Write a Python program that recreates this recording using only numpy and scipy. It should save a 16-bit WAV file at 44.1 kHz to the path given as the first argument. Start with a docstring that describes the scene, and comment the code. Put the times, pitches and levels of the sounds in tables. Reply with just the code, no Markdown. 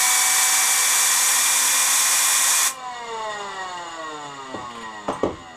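"""First a jet of air hisses from a blow gun, and the small turbine wheel it drives whines higher and higher.
The trigger is let go and the wheel coasts down: its shaking sweeps through the ringing tones of an
aluminium plate on the workbench, while its bearings rattle. Near the end a tool is picked up: three
knocks on the bench, a few light ticks and a clink. Hiss and rattle are shaped noise, the whines are
sines locked to the turning wheel, and the knocks are short pushes that ring the bench and plate."""
import sys
import numpy as np
from scipy import signal
from scipy.fft import rfft, irfft, next_fast_len
from scipy.io import wavfile
from scipy.ndimage import map_coordinates

SR = 44100
rng = np.random.default_rng(int(sys.argv[2]) if len(sys.argv) > 2 else 0)


def file_out(sig):
    """Save sig as 16-bit WAV at sys.argv[1]."""
    # one column per channel
    cols = np.atleast_2d(sig).T
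    # limit, then scale
    lim = np.clip(cols, -1, 1)
    pcm = np.round(lim * 32767).astype(np.int16)
    wavfile.write(sys.argv[1], SR, pcm)


N = 245195
TIME = np.arange(N) / SR  # s

# quiet background noise of the room: f/Hz, relative level/dB
ROOM_TONE = [(20, -23.5), (45, -12.5), (90, -6.5), (140, 4), (300, -9.5), (2000, -12.5), (15000, -36)]
# how long the room's answer takes to fall by 60 dB: f/Hz, t60/s
ROOM_DECAY = [(100, 0.49), (600, 0.18), (3000, 0.77), (12000, 0.038)]
# light contacts of the steel tool: t/s, tick level/dB, ring level/dB
TICKS = [(4.704, -40, -78), (4.751, -36, -64), (4.774, -40, -64), (4.809, -37, -69), (4.821, -44, -75),
         (5.124, -54, -45.5)]
# colour of the ticks: f/Hz, relative level/dB
TICK_SPECTRUM = [(1000, 5), (3500, 4.5), (6000, -14), (9000, -7), (12000, -21), (15000, -29)]
# ringing tones of the steel: f/Hz, relative level/dB, t60/s
STEEL = [(6300, 2, 0.099), (6918, -15, .12), (7397, -13, .12), (8190, 5.5, 0.12), (8425, -9, .14),
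         (10000, -5, 0.11), (12900, -16, 0.16)]
# blows on the bench: t/s, relative bench level/dB, relative plate level/dB, contact cut-off f/Hz,
# relative crack level/dB
KNOCKS = [(4.543, -19, -16, 646, -44.5), (4.553, -23.5, -34, 350, -59), (4.577, -23, -28, 298, -57),
          (5.082, -32, -14.5, 1090, -33), (5.0886, -24, -30, 1100, -36), (5.1, -31, -21, 1000, -35.5),
          (5.2313, -21, -31, 600, -35.5), (5.234, -7.5, -18, 624, -35), (5.256, -8.5, -15, 560, -48)]
# colour of the crack in each blow: f/Hz, relative level/dB
CRACK_SPECTRUM = [(100, 1), (450, 16), (1150, 12.5), (1600, -3), (3500, -11.5), (4800, -21), (7000, -12),
                  (9500, -29), (15000, -52)]
# modes (ringing tones) of the bench top: f/Hz, width/Hz, relative level/dB
BENCH = [(43.3, 3.5, -7), (60, 4, -8), (74.6, 7, -0.5), (103, 13, -1), (150, 50, -8.5), (207, 31, -5),
         (320, 55, 0.5), (360, 44, 6), (420, 74, -3), (453, 15, 1), (498, 66, 4), (600, 57, -1),
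         (627, 14, -4), (800, 63, -13)]
# modes of the plate: f/Hz, width/Hz, relative level/dB
PLATE = [(147, 6.4, -5.5), (206, 3.8, -11), (236, 14, -12.5), (263.6, 5, -9.5), (314, 87, -16),
         (409, 16, -13.5), (462.4, 18, -5.5), (526.5, 11.5, -16.5), (554, 3.7, -28), (651.4, 9.9, 0),
         (753, 25, 0), (885.3, 40.5, 5.5), (950, 9.9, -0.5), (996.4, 21, 3), (1068, 68, 1.5),
         (1110, 40, -5), (1317, 9, -17), (1334, 31, -9.5), (1450, 27, -23)]
# broad colour of the bearing rattle: f/Hz, relative level/dB
RATTLE_SPECTRUM = [(40, -7), (200, -7), (600, 2), (1300, -0.5), (2400, -11), (3200, -7.5), (5000, -9.5),
                   (6200, -14.5), (8400, -16.5), (9700, -30.5), (11600, -50), (13600, -32), (15300, -47)]
# resonances of the housing: f/Hz, width/Hz, boost level/dB
HOUSING = [(1076, 240, 11.5), (1907, 143, 17.5), (2848, 170, 15.5), (3612, 330, 11), (4355, 110, 9),
           (6736, 85, 11), (6937, 170, 20.5), (7570, 250, 9.5), (8060, 160, 11.5), (10990, 270, 25)]
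# tones of the rolling balls: multiple of the wheel speed, relative level/dB
BALLS = [(6.62, -35), (8.05, -20), (9.09, -6.5), (10.1, -2.5), (12.1, -2), (13.08, -11), (14.03, -14),
         (15.06, -1), (17.04, 0.5), (18.05, 1), (19.05, -5), (20.1, 2.5), (24.1, 10)]
# broad colour of the ball tones: f/Hz, relative level/dB
BALL_SPECTRUM = [(1200, 7.5), (1500, 3), (1800, -1.5), (2250, 5.5), (2700, -18), (4000, -13)]
# ring of the outer race, the track of the balls: f/Hz, width/Hz, boost level/dB
RACE = [(1892, 16, 11)]
# orders (tones locked to the shaft) that shake the plate: multiple of the wheel speed, relative level/dB
ORDERS = [(1.0, -6), (2.0, 5.5), (2.9, -14), (3.0, 2.5), (4.0, 0.5), (4.42, -13), (5.0, -3.5), (6.0, -6.5),
          (7.0, -5.5), (8.0, -9), (9.0, -3), (10.0, -18.5)]
# cavity that strengthens the free whine: f/Hz, width/Hz, boost level/dB
WHINE_CAVITY = [(2130, 110, 22)]
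# whine of the driven wheel: multiple of the wheel speed, level relative to the hiss/dB
WHINE = [(7.19, -15), (9.12, -11), (18.24, -17.5)]
# broad colour of the jet: f/Hz, relative level/dB
JET_SPECTRUM = [(60, -51), (250, -18.5), (600, -15), (900, -9.5), (2300, 0.5), (2800, -5.5), (5100, -7.5),
                (5500, 2.5), (8500, 2), (10500, -0.5), (11500, -4.5), (13200, -3.5), (13800, -13),
                (15300, -13.5)]
# cavities that the jet blows across: f/Hz, width/Hz, boost level/dB
CAVITIES = [(888, 111, -7.7), (929, 431, 16.6), (1168, 146, 2.2), (1557, 94, 4.1), (1761, 81, 5.0),
            (1912, 74, 7.1), (2125, 43, 2.5), (3364, 119, 5.0), (3565, 430, 9.6), (4136, 92, 6.3),
            (4730, 320, 7.4), (5577, 94, 3.4), (5923, 240, 3.9), (6238, 55, 2.7), (6636, 136, 4.4),
            (6831, 69, 6.2), (7055, 85, 7.0), (7257, 61, 4.9), (7777, 251, 4.6), (8038, 133, 6.6),
            (8240, 84, 5.6), (8455, 103, 3.4), (9036, 62, 4.6), (9239, 49, 3.5), (9480, 80, 3),
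            (10300, 60, 3), (10500, 60, 3), (10700, 60, 3), (10865, 89, 5.4), (12707, 81, 4.1)]

TOP_HZ = 15350  # nothing is kept from here up
TICK_RISE_S = .003  # the tool slides briefly into each contact
# driven wheel: first speed (turns per s), climb (turns per s each s), top speed (turns per s)
START_SPEED, SPIN_UP, TOP_SPEED = 249.6, 7.65, 265.7
# coasting: start (s), dry friction (turns per s each s), time constant of the drag (s)
COAST_S, FRICTION, DRAG_S = 2.704, 15.52, 3.2
# jet: level (dB), when the trigger is let go (s), time for a 60 dB fall from then (s)
JET_DB, TRIGGER_OFF_S, JET_T60 = -18.5, 2.676, 0.16
WHINE_FADE_DB = 0.98  # thrust lost for each turn per s gained (dB)
WHINE_POWER = 0.45  # the whine grows as this power of the thrust
JET_PUSH_DB = 4  # extra shaking at full thrust (dB)
# faint whine that outlasts the air: level before the cavity (dB), t60 (s)
FREE_WHINE_DB, FREE_WHINE_T60 = -45.5, 1.36
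# a hand holds and damps the housing: when it starts to lift off, and how long that takes (s)
HAND_OFF_S, HAND_LIFT_S = 2.597, 0.71
REFERENCE_SPEED = 200  # turns per s
# vibrations: level at the reference speed (dB), power of the speed, change while held (dB)
SHAKE_DB, SHAKE_POWER, SHAKE_HELD_DB = -32.5, 0.96, -8.5
RATTLE_DB, RATTLE_POWER, RATTLE_HELD_DB = -33, 1.8, -10.5


def amp(db):
    """Turn decibels into gain."""
    return 10 ** (np.asarray(db) / 20)


def unit(x):
    """Scale to rms 1."""
    return x / np.sqrt(np.mean(x ** 2) + 1e-20)


def along(points, hz):
    """Read a curve of (f/Hz, value) points on a log frequency axis."""
    f, v = np.transpose(points)
    return np.interp(np.log(hz + 1), np.log(f), v)


def wobble(rate):
    """A smooth random curve with rate knots a second."""
    return map_coordinates(rng.standard_normal(1000), [TIME * rate], mode="wrap")


def filtered(x, response):
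    """Pass x through a filter given as a function of frequency."""
    size = next_fast_len(N + SR // 2)
    spectrum = rfft(x, size) * response(np.fft.rfftfreq(size, 1 / SR))
    return irfft(spectrum, size)[..., :N]


def humps(peaks, f):
    """Decibels that resonances add at the frequencies f."""
    return sum(db / (1 + (2 * (f - hz) / width) ** 2) for hz, width, db in peaks)


def colour(spectrum, peaks=()):
    """A filter with a broad spectrum and resonant humps on it."""
    return lambda f: amp(along(spectrum, f) + humps(peaks, f))


def body(modes, flip=1):
    """A filter of ringing modes; with flip = -1 neighbouring modes swing in opposite phase."""
    def response(f):
        total = 0
        for k, (hz, width, db) in enumerate(modes):
            damping = 1j * f * width
            total = total + flip ** k * amp(db) * damping / (hz * hz - f * f + damping)
        return total
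    return response


def noise(response):
    """Coloured noise of rms 1."""
    return unit(filtered(rng.standard_normal(N), response))


def release(s, t60):
    """An envelope that holds until s and then dies away."""
    return amp(-60 * np.clip((TIME - s) / t60, 0, 2))


def burst(s, t60):
    """An envelope that starts at s and dies away."""
    return (TIME >= s) * release(s, t60)


def tones(turns, orders, waver_db, slip, rate):
    """Tones locked to the shaft, each wavering in level and slipping in phase (radians)."""
    total = 0
    for k, db in orders:
        level = amp(db + waver_db * wobble(rate))
        phase = 2 * np.pi * (k * turns + rng.random()) + slip * wobble(rate)
        total = total + level * np.sin(phase)
    return total


def wheel_speed():
    """Turns per second: a steady climb to top speed, then a coast against friction and drag."""
    driven = np.minimum(START_SPEED + SPIN_UP * TIME, TOP_SPEED)
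    left = np.exp(-np.maximum(TIME - COAST_S, 0) / DRAG_S)
    return driven * left - FRICTION * DRAG_S * (1 - left)


def jet_thrust(speed):
    """Push on the blades: 1 at first, less as the wheel catches up, dying once the trigger is let go."""
    catching_up = amp(-WHINE_FADE_DB * np.maximum(speed - START_SPEED, 0))
    return catching_up * release(TRIGGER_OFF_S, JET_T60)


def vibration(speed, level_db, power, held_db):
    """Gain of a vibration that grows with speed and is damped while the hand holds the housing."""
    grip = 1 - np.clip((TIME - HAND_OFF_S) / HAND_LIFT_S, 0, 1)
    return amp(level_db + held_db * grip) * (speed / REFERENCE_SPEED) ** power


def room_tone():
    """A steady, quiet noise behind everything."""
    return amp(-57.0) * noise(colour(ROOM_TONE))


def workshop(x):
    """The room's answer to x: a tail of noise in which each pitch fades at its own rate."""
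    hz, t, z = signal.stft(rng.standard_normal(SR // 2), SR, nperseg=256)
    fade = amp(-60 * t / along(ROOM_DECAY, hz)[:, None])
    tail = signal.istft(z * fade, SR, nperseg=256)[1]
    return signal.fftconvolve(x, tail / np.linalg.norm(tail))[:N]


def steel_tool():
    """Light contacts make ticks of noise and ring the steel, most strongly in one clink."""
    contacts = 0
    for s, tick_db, _ in TICKS:
        rise = np.clip((TIME - s) / TICK_RISE_S, 0, 1)
        contacts = contacts + amp(tick_db) * burst(s, t60=0.072) * rise
    sound = contacts * noise(colour(TICK_SPECTRUM))
    t = np.arange(SR // 4) / SR
    ring = sum(amp(db - 60 * t / t60) * np.sin(2 * np.pi * hz * t) for hz, db, t60 in STEEL)
    ring = ring * np.minimum(t / TICK_RISE_S, 1)
    for s, _, ring_db in TICKS:
        sound[round(s * SR):][:len(t)] += amp(ring_db) * ring
    return sound


def knocks():
    """Each blow rings bench and plate; a softer contact pushes for longer and sounds duller."""
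    bench, plate, crack = np.zeros((3, N))
    for s, bench_db, plate_db, contact_hz, crack_db in KNOCKS:
        push = np.exp(-.5 * np.clip(2 * np.pi * contact_hz * (TIME - s), -10, 10) ** 2)
        push /= push.sum()
        bench += amp(bench_db + 36.5) * push
        plate += amp(plate_db + 39.0) * push
        crack += amp(crack_db + 13) * burst(s, t60=0.052)
    # struck far from the centre, so neighbouring modes swing in opposite phase
    thud = filtered(bench, body(BENCH, flip=-1)) + filtered(plate, body(PLATE, flip=-1))
    return thud + filtered(crack * rng.standard_normal(N), colour(CRACK_SPECTRUM))


def bearings(speed, turns, size=256):
    """Balls roll over rough races that feel partly the same at every turn, and ring the housing."""
    # one row of size bumps per turn, each row partly repeating the row before
    races = signal.lfilter([1], [1, -.42], rng.standard_normal((2000, size)), axis=0)
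    rolling = unit(map_coordinates(races.ravel(), [turns * size], order=3))
    # the loose wheel chatters once a turn, and the level wanders
    rolling *= (1 + 0.083 * np.sin(2 * np.pi * turns)) * amp(0.59 * wobble(28))
    # the ball tones weaken as the wheel slows; each flares as it falls through the ring of the race
    ball_gain = amp(-13.5) * (speed / REFERENCE_SPEED) ** 0.51
    balls = ball_gain * tones(turns, BALLS, waver_db=1.5, slip=0.081, rate=24)
    balls = filtered(balls, colour(BALL_SPECTRUM, RACE))
    rattle = unit(filtered(rolling + balls, colour(RATTLE_SPECTRUM, HOUSING)))
    return vibration(speed, RATTLE_DB, RATTLE_POWER, RATTLE_HELD_DB) * rattle


def shaft(speed, turns):
    """The wheel's shaking swells each time one of its orders crosses a mode of the plate."""
    shaking = tones(turns, ORDERS, waver_db=1.6, slip=0.042, rate=27)
    shaking = shaking * amp(JET_PUSH_DB * jet_thrust(speed))
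    return filtered(vibration(speed, SHAKE_DB, SHAKE_POWER, SHAKE_HELD_DB) * shaking, body(PLATE))


def free_whine(turns):
    """The main whine outlasts the air, and swells as it falls through a cavity's resonance."""
    main_order = WHINE[1][0]
    tone = np.sin(2 * np.pi * main_order * turns)
    tone = amp(FREE_WHINE_DB) * release(TRIGGER_OFF_S, FREE_WHINE_T60) * tone
    return filtered(tone, lambda f: amp(humps(WHINE_CAVITY, f)))


def air_jet(speed, turns):
    """Turbulent hiss across the wheel's cavities and the driven whine, until the trigger is let go."""
    hiss = noise(colour(JET_SPECTRUM, CAVITIES)) * amp(0.24 * wobble(26.34))
    whine = jet_thrust(speed) ** WHINE_POWER * tones(turns, WHINE, waver_db=1, slip=.1, rate=8.6)
    return amp(JET_DB) * release(TRIGGER_OFF_S, JET_T60) * (hiss + whine)


def scene():
    """Room, handling noises, wheel and jet, added up and sent equally to both channels."""
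    speed = wheel_speed()
    turns = np.cumsum(speed) / SR
    handling = steel_tool() + knocks()
    background = room_tone() + amp(-3.5) * workshop(handling)
    wheel = bearings(speed, turns) + shaft(speed, turns) + free_whine(turns)
    mono = background + handling + wheel + air_jet(speed, turns)
    return np.array([mono, mono])


def record(dry):
    """Keep only the frequencies below the top limit."""
    return filtered(dry, lambda f: f < TOP_HZ)


dry = scene()
out = record(dry)
file_out(out)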